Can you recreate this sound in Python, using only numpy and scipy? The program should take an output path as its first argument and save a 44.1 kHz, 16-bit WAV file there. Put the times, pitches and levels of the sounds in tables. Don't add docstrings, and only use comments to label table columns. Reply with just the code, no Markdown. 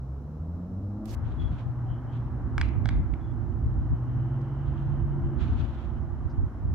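import sys
import numpy as np
from scipy import signal
from scipy.fft import rfft, irfft
from scipy.io import wavfile
from scipy.ndimage import uniform_filter1d

SR = 44100
rng = np.random.default_rng(int(sys.argv[2]) if len(sys.argv) > 2 else 0)


def put_to_file(sound):
    columns = np.atleast_2d(sound).T
    safe = np.clip(columns, -1, 1)
    whole_steps = np.round(safe * 32767)
    wavfile.write(sys.argv[1], SR, whole_steps.astype(np.int16))


N = 297454
TIME = np.arange(N) / SR
FREQ = np.fft.rfftfreq(N, 1 / SR)
SHIFT_S = 1.15
# (frequency [Hz], relative level [dB])
RUMBLE_SPECTRUM = [(20, -32.5), (32, -19), (48, 0), (65, 2), (85, -6.5), (110, -6), (150, -7.5),
                   (190, -24.5), (300, -29.5), (600, -89)]


def amp(db):
    return 10 ** (np.asarray(db) / 20)


def unit(x):
    return x / np.sqrt(np.mean(x ** 2) + 1e-20)


def curve(rows):
    times, *columns = np.transpose(rows)
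    return [np.interp(TIME, times, column) for column in columns]


def at_frequency(points, hz=FREQ):
    f, value = np.transpose(points)
    return np.interp(np.log(hz + 1), np.log(f + 1), value)


def ramp(middle_s, length_s):
    return np.clip((TIME - middle_s) / length_s + .5, 0, 1)


def add(mix, start_s, sound):
    part = mix[..., round(start_s * SR):][..., :sound.shape[-1]]
    part += sound[..., :part.shape[-1]]


def wander(hz):
    return unit(irfft(rfft(rng.standard_normal(N)) * np.exp(-(FREQ / hz) ** 2), N))


def noise(spectrum):
    return unit(irfft(rfft(rng.standard_normal(N)) * amp(at_frequency(spectrum)), N))


def field(spectrum, right_db=0):
    # (frequency [Hz], correlation [1])
    coherence = [(60, 0.81), (300, 1), (550, 0.84), (1000, 0.89), (1700, 0.4), (2500, .05), (5000, .2),
                 (12000, .1)]
    mid, side = rfft(rng.standard_normal((2, N))) * amp(at_frequency(spectrum))
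    correlation = np.clip(at_frequency(coherence), -.99, .99)
    side = side * np.sqrt((1 - correlation) / (1 + correlation))
    pair = irfft(np.array([mid + side, mid - side]), N) * amp([[-right_db / 2], [right_db / 2]])
    return pair / np.std(pair.mean(0))


def steadied(pair, seconds):
    power = uniform_filter1d(pair.mean(0) ** 2 + .5 * (pair ** 2).mean(0), int(seconds * SR))
    pair = pair / np.sqrt(uniform_filter1d(power, int(seconds * SR / 2)))
    return pair / np.std(pair.mean(0))


def order_tone(turns, rough):
    modulation = 1 + rough * (wander(36) + 1j * wander(22))
    return unit((modulation * np.exp(2j * np.pi * turns)).imag)


def hiss(left_db=-73, right_db=-78):
    # (frequency [Hz], relative level [dB])
    left_spectrum = [(1500, 0.5), (2200, -1), (2600, 1), (3000, 1), (3500, -6), (4000, 2), (4500, -5),
                     (5300, 0.5), (6600, -4), (7500, -14.5), (8500, -18), (9800, -10.5), (11500, -12.5),
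                     (16000, -12.5)]
    right_spectrum = [(1500, -2), (3000, -1.5), (4200, -4), (5800, -13), (6700, -6.5), (7300, -1),
                      (8300, -8), (10000, -9.5), (16000, -8)]
    return np.array([amp(left_db) * noise(left_spectrum), amp(right_db) * noise(right_spectrum)])


def intake_hiss(peak_s=4.75, peak_db=-70.5, fall_db_per_s=10.5, rest_db=-84):
    # (frequency [Hz], relative level [dB])
    spectrum = [(1200, -20), (2000, -1), (2500, -4), (3050, 7), (3500, -10.5), (4200, -17), (5500, -20.5),
                (7500, -30.5), (10000, -50)]
    swell = amp(peak_db - fall_db_per_s * abs(TIME - peak_s)) * ramp(3.85, .5)
    return np.hypot(swell, amp(rest_db)) * ramp(SHIFT_S, .05) * field(spectrum, right_db=4.5)


def rustles(rise_db_per_s=599, fade_db_per_s=140, grit_db=.4):
    # (frequency [Hz], relative level [dB])
    spectrum = [(800, -11), (1400, 10.5), (1900, -1.5), (2300, 2.5), (3300, 2.5), (4100, -3.5), (5000, -14),
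                (6500, -16.5), (7500, -20.5), (8500, -30.5), (12000, -39)]
    # (start [s], hold [s], level [dB])
    bursts = [(1.257, 0.054, -63.5), (1.4, 0.043, -62), (1.515, 0.07, -62), (1.585, .02, -65),
              (2.132, 0.041, -66.5), (4.66, 0.24, -69.5), (5.396, 0.043, -55), (5.48, 0.054, -63.5),
              (5.577, .06, -56.5), (5.671, 0.068, -64.5), (5.778, .05, -62)]
    power = 0
    for start, hold, db in bursts:
        before, after = np.maximum(start - TIME, 0), np.maximum(TIME - start - hold, 0)
        power += amp(db - rise_db_per_s * before - fade_db_per_s * after) ** 2
    return np.sqrt(power) * amp(grit_db * wander(250)) * field(spectrum, right_db=1.5)


def fluttering_air(flutter_db=2):
    rustling = rustles()
    flutter = amp(flutter_db * wander(30))
    return flutter * (intake_hiss() + rustling)


def whistles():
    # (start [s], length [s], pitch [Hz], glide [Hz/s], bandwidth [Hz], level [dB])
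    squeaks = [(1.373, 0.15, 3390, -500, 80, -59.5), (1.799, 0.33, 832, -900, 60, -58),
               (1.862, 0.18, 3110, 3, 270, -69), (2.063, 0.19, 3040, 1501, 200, -72),
               (3.2, 0.16, 3410, -8, 45, -72.5), (5.389, 0.09, 1400, -2000, 350, -52.5),
               (6.294, 0.038, 4950, 5, 1295, -71)]
    out = np.zeros(N)
    for start, length, hz, glide, width, db in squeaks:
        age = np.clip((TIME - start) / length, 0, 1)
        turns = np.cumsum(hz + glide * length * age) / SR
        modulation = np.exp(-width / 200) + wander(width) + 1j * wander(width)
        whistle = unit((modulation * np.exp(2j * np.pi * turns)).real)
        out += amp(db) * np.sin(np.pi * age ** .6) * whistle
    return out * amp([[-1.5], [1.5]])


def scuff(start_s=1.068, end_s=1.15, grain_db=2, rasp_db=-4, snap_decay_s=.00013):
    # (frequency [Hz], relative level [dB])
    spectrum = [(500, 7), (1500, 2), (3000, 0.5), (5500, -3.5), (7500, -3), (9000, -9), (13000, -7),
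                (16000, -16)]
    # (time [s], left level [dB], right level [dB])
    snaps = [(1.0568, -66, -34), (1.06, -65, -33), (1.0632, -70, -37), (1.1435, -41, -43),
             (1.148, -33, -34)]
    gate = ramp(start_s, .055) * (1 - ramp(end_s, .0094))
    to_go = np.clip((end_s - TIME) / (end_s - start_s), 0, 1)
    rasp_band = noise([(3000, -30), (4500, -1), (6500, -4), (8500, -26)])
    rasp = amp(rasp_db) * np.exp(-((TIME - 1.098) / .026) ** 2) * rasp_band
    levels_db = -50 - 16 * to_go, -49 - 4 * to_go
    out = gate * np.array([amp(db + grain_db * wander(500)) * (noise(spectrum) + rasp)
                           for db in levels_db])
    t = np.arange(SR // 200) / SR
    for start, *ports_db in snaps:
        snap = rng.standard_normal((2, len(t))) * np.exp(-t / snap_decay_s)
        add(out, start, amp(ports_db)[:, None] * snap)
    return out


def clicks(rise_s=.00062, crack_db=-13, crack_s=.0009, knock_hz=780, knock_s=.0012, split_hz=4200):
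    # (time [s], relative level [dB], centre [Hz], spread [octaves], relative knock level [dB])
    blows = [(2.5805, -17, 1398, 0.92, -40), (2.6131, -16, 2151, 0.92, -41), (2.857, -25.5, 1480, 1.3, -27),
             (2.8893, -23, 2270, 0.83, -32.5), (3.1379, -38.5, 2430, 0.31, -55),
             (4.415, -56, 4950, .8, -70.5)]
    # (frequency [Hz], relative level [dB], time to decay by 60 dB [s])
    ring_modes = [(906, -12, 0.026), (1290, -1, 0.0089), (1583, 7, 0.0077), (1966, -7.5, 0.015),
                  (2226, -4.5, 0.016), (2760, -4.5, 0.0052), (3350, -4.5, 0.01), (3980, -3.5, 0.0059),
                  (4760, -5, 0.0097), (5350, -10.5, 0.011), (6000, -10, 0.011), (7760, -14, 0.013),
                  (10500, -18, .005)]
    t, out = np.arange(SR // 20) / SR, np.zeros((2, N))
    hz, mode_db, t60 = np.transpose(ring_modes)[:, :, None]
    knock = t / knock_s * np.exp(1 - t / knock_s) * np.sin(2 * np.pi * knock_hz * t) / 2
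    crack_band = signal.butter(2, [2500, 6500], "band", fs=SR, output="sos")
    skew = np.minimum((hz / split_hz) ** 3, 1) * np.array([-1, 1])[:, None, None] / 8
    for start, db, centre_hz, spread, knock_db in blows:
        weight = 1 / (1 + (np.log2(hz / centre_hz) / spread) ** 2)
        swell = 1 - np.exp(-t * hz / (centre_hz * rise_s))
        turns = hz * t + rng.random(hz.shape) + skew
        ring = (weight * swell * amp(mode_db - 60 * t / t60) * np.sin(2 * np.pi * turns)).sum(1)
        crack = signal.sosfilt(crack_band, rng.standard_normal((2, len(t)))) * np.exp(-t / crack_s)
        add(out, start, amp(db) * (.085 * unit(ring) + amp(crack_db) * crack) + amp(knock_db) * knock)
    return out


def yard(pair, tail_db=-10.5, build_s=.035, scatter_hz=350, echo_db=-24, echo_s=.074):
    hz, t, spectra = signal.stft(rng.standard_normal((2, SR // 2)), SR, nperseg=256)
    t60 = at_frequency([(500, .41), (2000, .69), (5000, .27), (10000, .26)], hz)[:, None]
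    envelope = amp(-60 * t / t60) * np.minimum(.41 + t / build_s, 1)
    tail = signal.istft(spectra * envelope, SR, nperseg=256)[1]
    tail *= amp(tail_db) / np.linalg.norm(tail[0])
    blurred = pair * np.sqrt(2) * np.cos(2 * np.pi * np.cumsum(scatter_hz * wander(377)) / SR)
    out = pair * amp([[-.4], [.4]]) + signal.fftconvolve(blurred, tail, axes=1)[:, :N]
    add(out, echo_s, amp(echo_db) * pair)
    return out


def wind(breeze_db=-41, shared=.19):
    # (frequency [Hz], relative level [dB])
    spectrum = [(20, -24.5), (32, -13.5), (48, 1), (65, 3), (85, -1), (110, 0), (150, -13), (200, -17),
                (300, -22.5), (400, -34.5), (600, -47), (1200, -91.5)]
    # (peak time [s], width at half power [s], left level [dB], right level [dB])
    buffets = [(1.245, 0.15, -28.5, -34.5), (1.428, 0.049, -19, -34), (1.526, 0.035, -25, -28),
               (1.682, 0.031, -23.5, -38), (1.925, 0.044, -27.5, -47.5), (2.375, 0.12, -35.5, -33),
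               (2.6, 0.038, -26, -23.5), (2.802, 0.39, -32, -22.0), (2.99, 0.066, -21.5, -26),
               (3.129, 0.033, -51, -22.5), (3.488, 0.38, -43.5, -26.5), (3.663, 0.033, -19, -26),
               (3.796, 0.11, -26.5, -25), (3.922, 0.033, -20.5, -24), (4.151, 0.14, -31, -32.5),
               (4.696, 0.11, -41.5, -27.0), (5.015, 0.26, -31.0, -25.0), (5.253, 0.045, -25, -25.5),
               (5.435, 0.13, -32, -21.5), (5.582, 0.14, -22, -43), (6.008, 0.3, -41.5, -28),
               (6.258, 0.032, -31, -23.5), (6.415, 0.072, -25.5, -20.5), (6.702, 0.11, -28, -24)]
    power = amp(breeze_db) ** 2 * ramp(SHIFT_S, .17)
    for peak_s, width, left_db, right_db in buffets:
        swell = np.exp(-np.log(16) * ((TIME - peak_s) / width) ** 2)
        power = power + amp([[left_db], [right_db]]) ** 2 * swell
    separate = np.array([noise(spectrum), noise(spectrum)])
    ports = np.sqrt(1 - shared) * separate + np.sqrt(shared) * noise(RUMBLE_SPECTRUM)
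    return np.sqrt(power) * np.vstack([steadied(port[None], .12) for port in ports])


def engine_rumble(rev_db=-45, held_db=-40):
    level_db = rev_db + (held_db - rev_db) * ramp(SHIFT_S, .17)
    return amp(level_db) * steadied(field(RUMBLE_SPECTRUM), .15)


def body_drone():
    # (frequency [Hz], relative level [dB])
    spectrum = [(100, -20.5), (160, -5.5), (200, -2.5), (242, 5), (280, -2), (310, -1.5), (345, -9),
                (375, -7), (440, -19), (700, -44), (1500, -84.5)]
    # (time [s], level [dB])
    levels = [(0, -51.5), (0.9, -45.5), (1.2, -47.5), (1.42, -41.5), (1.6, -47), (2.3, -44.5), (2.5, -40.5),
              (3.0, -43.5), (3.2, -46), (3.8, -43), (4.1, -43.5), (5.1, -45.5), (5.25, -43), (5.58, -40),
              (5.7, -47), (6.75, -46.5)]
    return amp(curve(levels)[0]) * steadied(field(spectrum, right_db=2), .42)


def roar(low_gear_db=-2.5, flutter_db=.5):
    # (frequency [Hz], relative level [dB])
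    low_gear_spectrum = [(220, -37.5), (380, -10.5), (476, -4.5), (644, -7), (714, -5.5), (772, -10.5),
                         (792, -9), (1320, -15), (2140, -36.5), (3000, -62), (3900, -89), (6600, -120)]
    held_spectrum = [(250, -24), (420, -2.5), (600, -1), (800, 0.5), (1000, -2), (1300, -5), (1600, -10.5),
                     (2000, -18), (2500, -30.5), (4000, -42.5), (8000, -81.5)]
    # (time [s], level [dB])
    levels = [(0, -54), (0.3, -53.5), (0.8, -54), (1.15, -51), (1.7, -52.5), (2.7, -51), (3.5, -53.5),
              (3.95, -52.5), (4.2, -51), (5.5, -50.5), (6.1, -53), (6.75, -53.5)]
    shifted = ramp(SHIFT_S, .011)
    held = shifted * field(held_spectrum, right_db=.35)
    revving = (1 - shifted) * amp(low_gear_db) * field(low_gear_spectrum)
    return amp(curve(levels)[0] + flutter_db * wander(31)) * (held + revving)


def second_hum(loose=.34, firm=.14, pull_from_s=3.95, pull_to_s=5.38):
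    # (time [s], pitch [Hz], level [dB])
    course = [(1.15, 115.6, -39), (1.45, 118.5, -42.5), (1.65, 122.3, -33), (1.9, 121.1, -32),
              (2.03, 123.4, -40.5), (2.17, 120.6, -30.5), (2.4, 123.2, -39), (2.6, 122, -35),
              (2.8, 119.5, -43), (3.3, 114.5, -37.5), (3.85, 117, -35), (4.2, 127.7, -27.5),
              (4.5, 135, -32), (5.05, 142.7, -30.5), (5.3, 137.2, -31.5), (5.55, 126.5, -52.5),
              (6.25, 130, -42), (6.75, 120.2, -55)]
    hz, level_db = curve(course)
    load = ramp(pull_from_s, .15) * (1 - ramp(pull_to_s, .15))
    tone = order_tone(np.cumsum(hz) / SR, rough=firm * load + loose * (1 - load))
    return amp(level_db) * tone * ramp(SHIFT_S, .11) * amp([[-.4], [.4]])


def held_note(first_db=-2, second_db=-3, swell_db=-35):
    # (time [s], firing rate [Hz], level of the third order [dB])
    course = [(1.15, 115.4, -63.5), (2.4, 113.1, -56), (3.2, 109.1, -50.5), (3.52, 116.7, -50),
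              (3.9, 103.6, -55), (4.3, 112.2, -49), (4.6, 114.5, -48), (4.72, 108.7, -48.5),
              (5.3, 114.4, -43), (5.55, 110, -52), (5.9, 114.5, -51.5), (6.75, 113, -56.5)]
    hz, level_db = curve(course)
    turns = np.cumsum(hz) / SR
    first, second, third = (order_tone(k * turns, rough=.5) for k in range(1, 4))
    note = amp(level_db) * (amp(first_db) * first + amp(second_db) * second + third)
    swell = amp(swell_db) * ramp(4.085, .36) * (1 - ramp(4.49, .27))
    note += swell * order_tone(turns, rough=.07)
    return note * ramp(SHIFT_S, .092) * amp([[-1.3], [1.3]])


def rev(idle_hz=65.1, throttle_s=.09, climb_hz_per_s=44.5, upper_db=-9, growl_db=-7):
    # (direct level at idle [dB], gain with the revs [dB/octave])
    orders = [(-40, 4.5), (-42, 3), (-57.5, 13.5)]
    wall_delay_s, wall_share = .0607, .7
    hz = idle_hz + climb_hz_per_s * np.maximum(np.minimum(TIME, SHIFT_S) - throttle_s, 0)
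    turns = np.cumsum(hz) / SR
    first, second, third = (amp(db + slope * np.log2(hz / idle_hz)) for db, slope in orders)
    first = first * abs(1 + wall_share * np.exp(2j * np.pi * hz * wall_delay_s))
    low = sum(gain * order_tone(k * turns, rough=.1 + .14 * k)
              for k, gain in enumerate([first, second, third], 1))
    upper = sum(amp(-3.8 * abs(k - 6)) * order_tone(k * turns, rough=.93) for k in range(4, 9))
    growl = order_tone(2.5 * turns, rough=.8) + order_tone(2.75 * turns, rough=.8)
    exhaust = low + third * (amp(upper_db) * upper + amp(growl_db) * growl)
    return exhaust * (1 - ramp(SHIFT_S, .087))


def scene():
    low_sounds = rev() + held_note() + second_hum() + engine_rumble() + wind() + body_drone()
    return low_sounds + roar() + fluttering_air() + whistles() + yard(clicks()) + scuff() + hiss()


def record(dry, edge_hz=15750):
    low_pass = signal.firwin(511, edge_hz, window=("kaiser", 9), fs=SR)
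    return signal.oaconvolve(dry, low_pass[None], "same")


dry = scene()
out = record(dry)
put_to_file(out)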